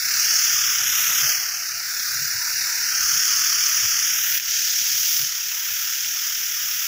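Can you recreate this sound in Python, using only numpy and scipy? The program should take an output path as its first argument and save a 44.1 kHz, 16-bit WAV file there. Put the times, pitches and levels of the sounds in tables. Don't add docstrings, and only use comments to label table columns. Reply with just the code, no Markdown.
import sys
import numpy as np
from scipy import signal
from scipy.fft import rfft, irfft, next_fast_len
from scipy.io import wavfile

SR = 44100
rng = np.random.default_rng(int(sys.argv[2]) if len(sys.argv) > 2 else 0)


def bounce(signal):
    frames = np.transpose(np.atleast_2d(signal))
    limited = np.clip(frames, -1, 1)
    pcm = np.round(limited * 32767).astype(np.int16)
    wavfile.write(sys.argv[1], SR, pcm)


N = 302967
TIME = np.arange(N) / SR
SIZE = next_fast_len(N, True)
BINS = np.fft.rfftfreq(SIZE, 1 / SR)
TOP_HZ = 15560
RUSH_REF_DB = -30

# time in seconds, hiss in dB, low rush in dB, top sizzle in dB.
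JET_LEVELS = [(0, -25, -31.5, -23), (.35, -18.5, -29.8, -19.5), (.65, -21.5, -30, -22),
              (1.03, -23, -28.5, -15), (1.3, -20.5, -28.5, -18.5), (1.39, -25, -33, -24.5),
              (1.62, -28, -36, -28.3), (1.85, -29, -35.5, -27.5), (2, -26.5, -33.4, -23.5),
              (2.92, -23.5, -31, -24.3), (3.1, -20, -30.5, -20.3), (4.05, -21, -31, -21),
              (4.17, -24, -31.5, -18), (4.35, -24.5, -29.5, -15.5), (4.53, -22.5, -33.5, -24),
              (5.17, -22, -34, -16.5), (5.3, -26.5, -37, -25.5), (5.7, -28, -34.5, -20.5),
              (6.05, -26, -35.5, -23.5), (6.87, -27, -34.5, -20)]
# frequency in Hz, density in dB per Hz.
JET_SPECTRUM = [(800, -13), (1350, -5), (1650, -4), (2100, -6.5), (3270, -5.5), (4010, -14), (5020, -5),
                (5730, -1), (6680, -5.5), (7860, -19), (8600, -23), (10800, -17), (12600, -15.5),
                (15300, -7)]


def jet(stroke_db=1.54, sputter_db=0.65, fine_stroke_db=0.54, fine_sputter_db=0.5, surge_db=0.26):
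    hiss_db, rush_db, sizzle_db = jet_levels()
    stroke = pump_stroke()
    flap = walk(310)

    coarse_db = stroke_db * stroke + sputter_db * flap
    coarse = breakup(coarse_db, drops_per_s=2600, scatter_db=0.5, drops_db=-6.5)
    fine_db = fine_stroke_db * stroke + fine_sputter_db * unit(0.5 * flap + walk(300))
    fine = breakup(fine_db, drops_per_s=6800, scatter_db=2.0, drops_db=-2.5)

    coarse_low, _ = split(unit(coarse), 7400, order=24)
    _, fine_high = split(unit(fine), 6680, order=24)
    spray = swing(colour(coarse_low + fine_high, JET_SPECTRUM))

    rush, upper = split(spray, 3620, order=10)
    hiss, sizzle = split(upper, 9500, order=12)
    aimed = steady(hiss) * undb(hiss_db)
    aimed = aimed + steady(rush) * undb(rush_db)
    aimed = aimed + steady(sizzle) * undb(sizzle_db)
    return aimed * undb(surge_db * walk(4.8))


def jet_levels(choke_s=4.383, choke_db=8.5, attack_s=.012, release_s=.115):
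    choke = np.interp(TIME - choke_s, [0, attack_s, attack_s + release_s], [0, 1, 0])
    return [db - choke_db * choke for db in curves(JET_LEVELS)]


def pump_stroke(start_hz=35.27, rise_hz_per_s=0.264, wander_hz=0.53):
    pump_hz = start_hz + rise_hz_per_s * TIME + wander_hz * walk(2.26)
    return np.cos(2 * np.pi * np.cumsum(pump_hz) / SR)


def breakup(pressure_db, drops_per_s, scatter_db, drops_db):
    torn = rng.random(N) < drops_per_s / SR
    sign = rng.choice([-1, 1], N)
    size_db = scatter_db * np.minimum(rng.exponential(size=N), 5)
    drops = torn * sign * undb(size_db)
    turbulence = rng.standard_normal(N)
    return (turbulence + undb(drops_db) * unit(drops)) * undb(pressure_db)


def swing(x, patchy_db=1.0, wobble_db=5.0, notch_shake=0.0069, edge_shake=0.039):
    # time in seconds, lowest notch in Hz, strength 0-1.
    reflection = [(0, 3080, 1), (.35, 3650, .38), (.7, 4290, .62), (1.12, 4730, 0.3), (1.27, 3800, 0.75),
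                  (2, 3020, .8), (2.25, 3190, 0.9), (2.75, 3196, 0.9), (3.15, 3840, 0.37),
                  (3.95, 3970, .45), (4.18, 4340, 0.6), (4.34, 4570, 0.04), (5.25, 4420, 0.03),
                  (5.45, 4560, 0.1), (6.87, 4300, 0.19)]
    # time in seconds, edge in Hz, lift just above it in dB.
    low_edge = [(0, 1260, 0.5), (1.45, 1100, 0), (1.9, 1250, 2.5), (2.8, 1330, 2), (3, 1166, 4.5),
                (3.85, 1130, 0), (4.45, 1330, -1), (5.1, 1180, -4), (5.8, 1280, -2), (6.87, 1110, -2)]
    # time in seconds, centre in Hz, depth in dB.
    hollow = [(0, 14200, 4), (.35, 12800, 6.5), (.7, 13100, 6), (.9, 15500, 17), (1.35, 15500, -1),
              (1.8, 14100, 4), (2.9, 14300, 4), (3.25, 13200, 7), (3.95, 13400, 6), (4.18, 15200, 8),
              (4.35, 11600, 0), (6.87, 11700, 3.5)]
    hollow_half_width_hz = 590
    pivot_hz, even_lead_db, tilt = 9600, 1.5, 0.37

    def gain_db(hz, s):
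        chance = patches(hz, s, width_hz=87, length_s=0.061)
        shake = np.interp(s, TIME, walk(8.7))
        lowest_hz, strength = curves(reflection, s)
        edge_hz, lift_db = curves(low_edge, s)
        hollow_hz, hollow_db = curves(hollow, s)
        hiss_db, _, sizzle_db = curves(JET_LEVELS, s)

        db = patchy_db * chance
        db = db + comb_db(hz, lowest_hz * (1 + notch_shake * shake), strength)
        db = db + notch_db(hz, hollow_hz, hollow_db, hollow_half_width_hz)
        db = db + wobble_db * chance * np.clip(-db / 20, 0, 1)

        lead_db = sizzle_db - hiss_db - even_lead_db
        octaves = np.log2(np.clip(hz, pivot_hz, TOP_HZ) / pivot_hz)
        db = db + tilt * lead_db * octaves
        return db + edge_db(hz, edge_hz * (1 + edge_shake * shake), lift_db)

    return reshape(x, gain_db)


def comb_db(hz, lowest_hz, strength, spread=1):
    # multiple of the lowest notch, half width at full strength in Hz, full depth in dB,
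    # power of the strength.
    notches = [(1.001, 263, 30, 0.94), (2.03, 497, 7, 0.5)]
    strength = np.clip(strength, 0, 1)
    widen = 1 + spread * (1 - strength)
    return sum(notch_db(hz, multiple * lowest_hz, depth_db * strength ** power, half_width_hz * widen)
               for multiple, half_width_hz, depth_db, power in notches)


def notch_db(hz, centre_hz, depth_db, half_width_hz):
    return -depth_db / (1 + ((hz - centre_hz) / half_width_hz) ** 2)


def edge_db(hz, edge_hz, lift_db, lift_above_hz=200, lift_width_hz=520):
    offset = (hz - edge_hz - lift_above_hz) / lift_width_hz
    shoulder = np.exp(-np.minimum(offset ** 2, 20))
    return lift_db * shoulder - 20 * np.log10(1 + (edge_hz / (hz + 1)) ** 24)


def spits(crest_db=3.5):
    # start in seconds, approximate peak in dB, time to fall 60 dB in seconds.
    drop_rows = [(.261, -15, .004), (.45, -9, .004), (.499, -10, .0036), (4.377, -8, 0.011),
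                 (4.399, -12, .01), (4.428, -17, .008), (5.935, -15, .022), (6.047, -11, .006)]
    envelope = np.zeros(N)
    for s, peak_db, ring_s in drop_rows:
        decay = np.exp(-np.minimum(np.log(1000) * np.abs(TIME - s) / ring_s, 20))
        envelope += undb(peak_db - crest_db) * (TIME >= s) * decay
    ringing = envelope * colour(rng.standard_normal(N), JET_SPECTRUM)
    return split(ringing, 1600)[1]


def gurgles():
    # centre in seconds, frequency in Hz, level in dB, half length in seconds.
    gurgle_rows = [(.34, 702, -51.5, .047), (.81, 715, -53, .03), (1.29, 626, -45.5, 0.047),
                   (1.38, 770, -54, 0.09), (1.58, 730, -53.5, 0.086), (1.78, 717, -54, 0.057),
                   (2.44, 968, -49, 0.078), (2.76, 953, -50.5, 0.13), (5.58, 972, -55.5, .093)]
    return swells(gurgle_rows, width_hz=230)


def leaves(flutter_db=2.2, patchy_db=3.0, level_db=-52.5, growth=1.07):
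    # frequency in Hz, density in dB per Hz.
    leaf_spectrum = [(120, -7.5), (250, -1.5), (450, -7.5), (720, -1.5), (1000, 3.5), (1500, -6),
                     (4000, -50)]
    # centre in seconds, rise of the patter in dB, half length in seconds.
    splashes = [(1.105, 10, 0.021), (1.24, 7, 0.047)]
    patter = breakup(flutter_db * walk(45), drops_per_s=620, scatter_db=0.5, drops_db=-6.5)
    patter = colour(patter, leaf_spectrum)

    def patch_db(hz, s):
        return patchy_db * patches(hz, s, width_hz=54, length_s=0.026)

    patter = reshape(patter, patch_db, size=1024)
    splash_db = sum(db * bump(s, half_s) for s, db, half_s in splashes)
    _, rush_db, _ = jet_levels()
    return unit(patter) * undb(level_db + growth * (rush_db - RUSH_REF_DB) + splash_db)


def draught(buffet_db=2.0, level_db=-59, growth=1):
    # frequency in Hz, density in dB per Hz.
    draught_spectrum = [(20, -23), (50, -24), (70, 3.5), (100, 0), (135, 2.5), (190, -3.5), (280, -21),
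                        (500, -16), (1500, -68)]
    # centre in seconds, frequency in Hz, level in dB, half length in seconds.
    puffs = [(.6, 105, -54, .09), (.85, 105.4, -52, 0.094), (1.1, 121, -53, 0.029), (1.25, 129.7, -45, .03),
             (1.74, 105, -57, .045), (2.21, 132, -47, .063), (2.37, 106, -51, .035), (3.06, 86, -51, .064),
             (3.16, 131, -45.5, .036), (3.84, 120, -46, .045), (3.98, 89, -58, 0.08),
             (4.32, 105, -61, 0.053), (4.95, 103.5, -53, .05), (5.23, 136, -49, 0.042),
             (5.75, 80.3, -60, .1)]
    eddies = rng.standard_normal(N) * undb(buffet_db * walk(8.3))
    _, rush_db, _ = jet_levels()
    rumble = colour(eddies, draught_spectrum) * undb(level_db + growth * (rush_db - RUSH_REF_DB))
    return rumble + swells(puffs, width_hz=88)


def swells(table, width_hz):
    wander = walk(width_hz / 2) + 1j * walk(width_hz / 2)
    return sum(band(hz, wander) * undb(db) * bump(s, half_s) for s, hz, db, half_s in table)


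def band(hz, wander):
    return np.real(wander * np.exp(2j * np.pi * hz * TIME))


def bump(s, half_s):
    return np.exp(-np.minimum(((TIME - s) / half_s) ** 2, 20))


def walk(rate_hz):
    return unit(smooth(rng.standard_normal(N), rate_hz))


def patches(hz, s, width_hz, length_s):
    field = rng.standard_normal((len(hz), len(s)))
    for axis, steps in enumerate((width_hz / hz[1, 0], length_s / s[1])):
        lowpass = signal.butter(2, min(1 / steps, .9), output="sos")
        field = signal.sosfiltfilt(lowpass, field, axis=axis, padtype="even")
    return unit(field)


def reshape(x, gain_db, size=512):
    overlap = size - size // 4
    hz, s, frames = signal.stft(x, SR, nperseg=size, noverlap=overlap)
    frames = frames * undb(gain_db(hz[:, None], s))
    return signal.istft(frames, SR, nperseg=size, noverlap=overlap)[1][:N]


def colour(x, points):
    hz, db = np.transpose(points)
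    bin_db = np.interp(np.log(BINS + 1), np.log(hz), db)
    return unit(filtered(x, undb(bin_db)))


def split(x, hz, order=8):
    low = filtered(x, 1 / (1 + (BINS / hz) ** order))
    return low, x - low


def steady(x, smooth_hz=5):
    return x / np.sqrt(np.maximum(smooth(x ** 2, smooth_hz), 1e-12))


def smooth(x, hz):
    return filtered(x, np.exp(-np.minimum((BINS / hz) ** 2, 20)))


def filtered(x, gain):
    return irfft(rfft(np.resize(x, SIZE)) * gain, SIZE)[:N]


def curves(table, times=TIME):
    s, *columns = np.transpose(table)
    return [np.interp(times, s, c) for c in columns]


def undb(db):
    return 10 ** (np.asarray(db) / 20)


def unit(x):
    return x / np.sqrt(np.mean(x ** 2))


def scene():
    return (jet() + spits() + gurgles() + leaves() + draught())[None]


def record(dry):
    lowpass = signal.ellip(12, .2, 80, TOP_HZ, fs=SR, output="sos")
    return signal.sosfilt(lowpass, dry)


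dry = scene()
out = record(dry)
bounce(out)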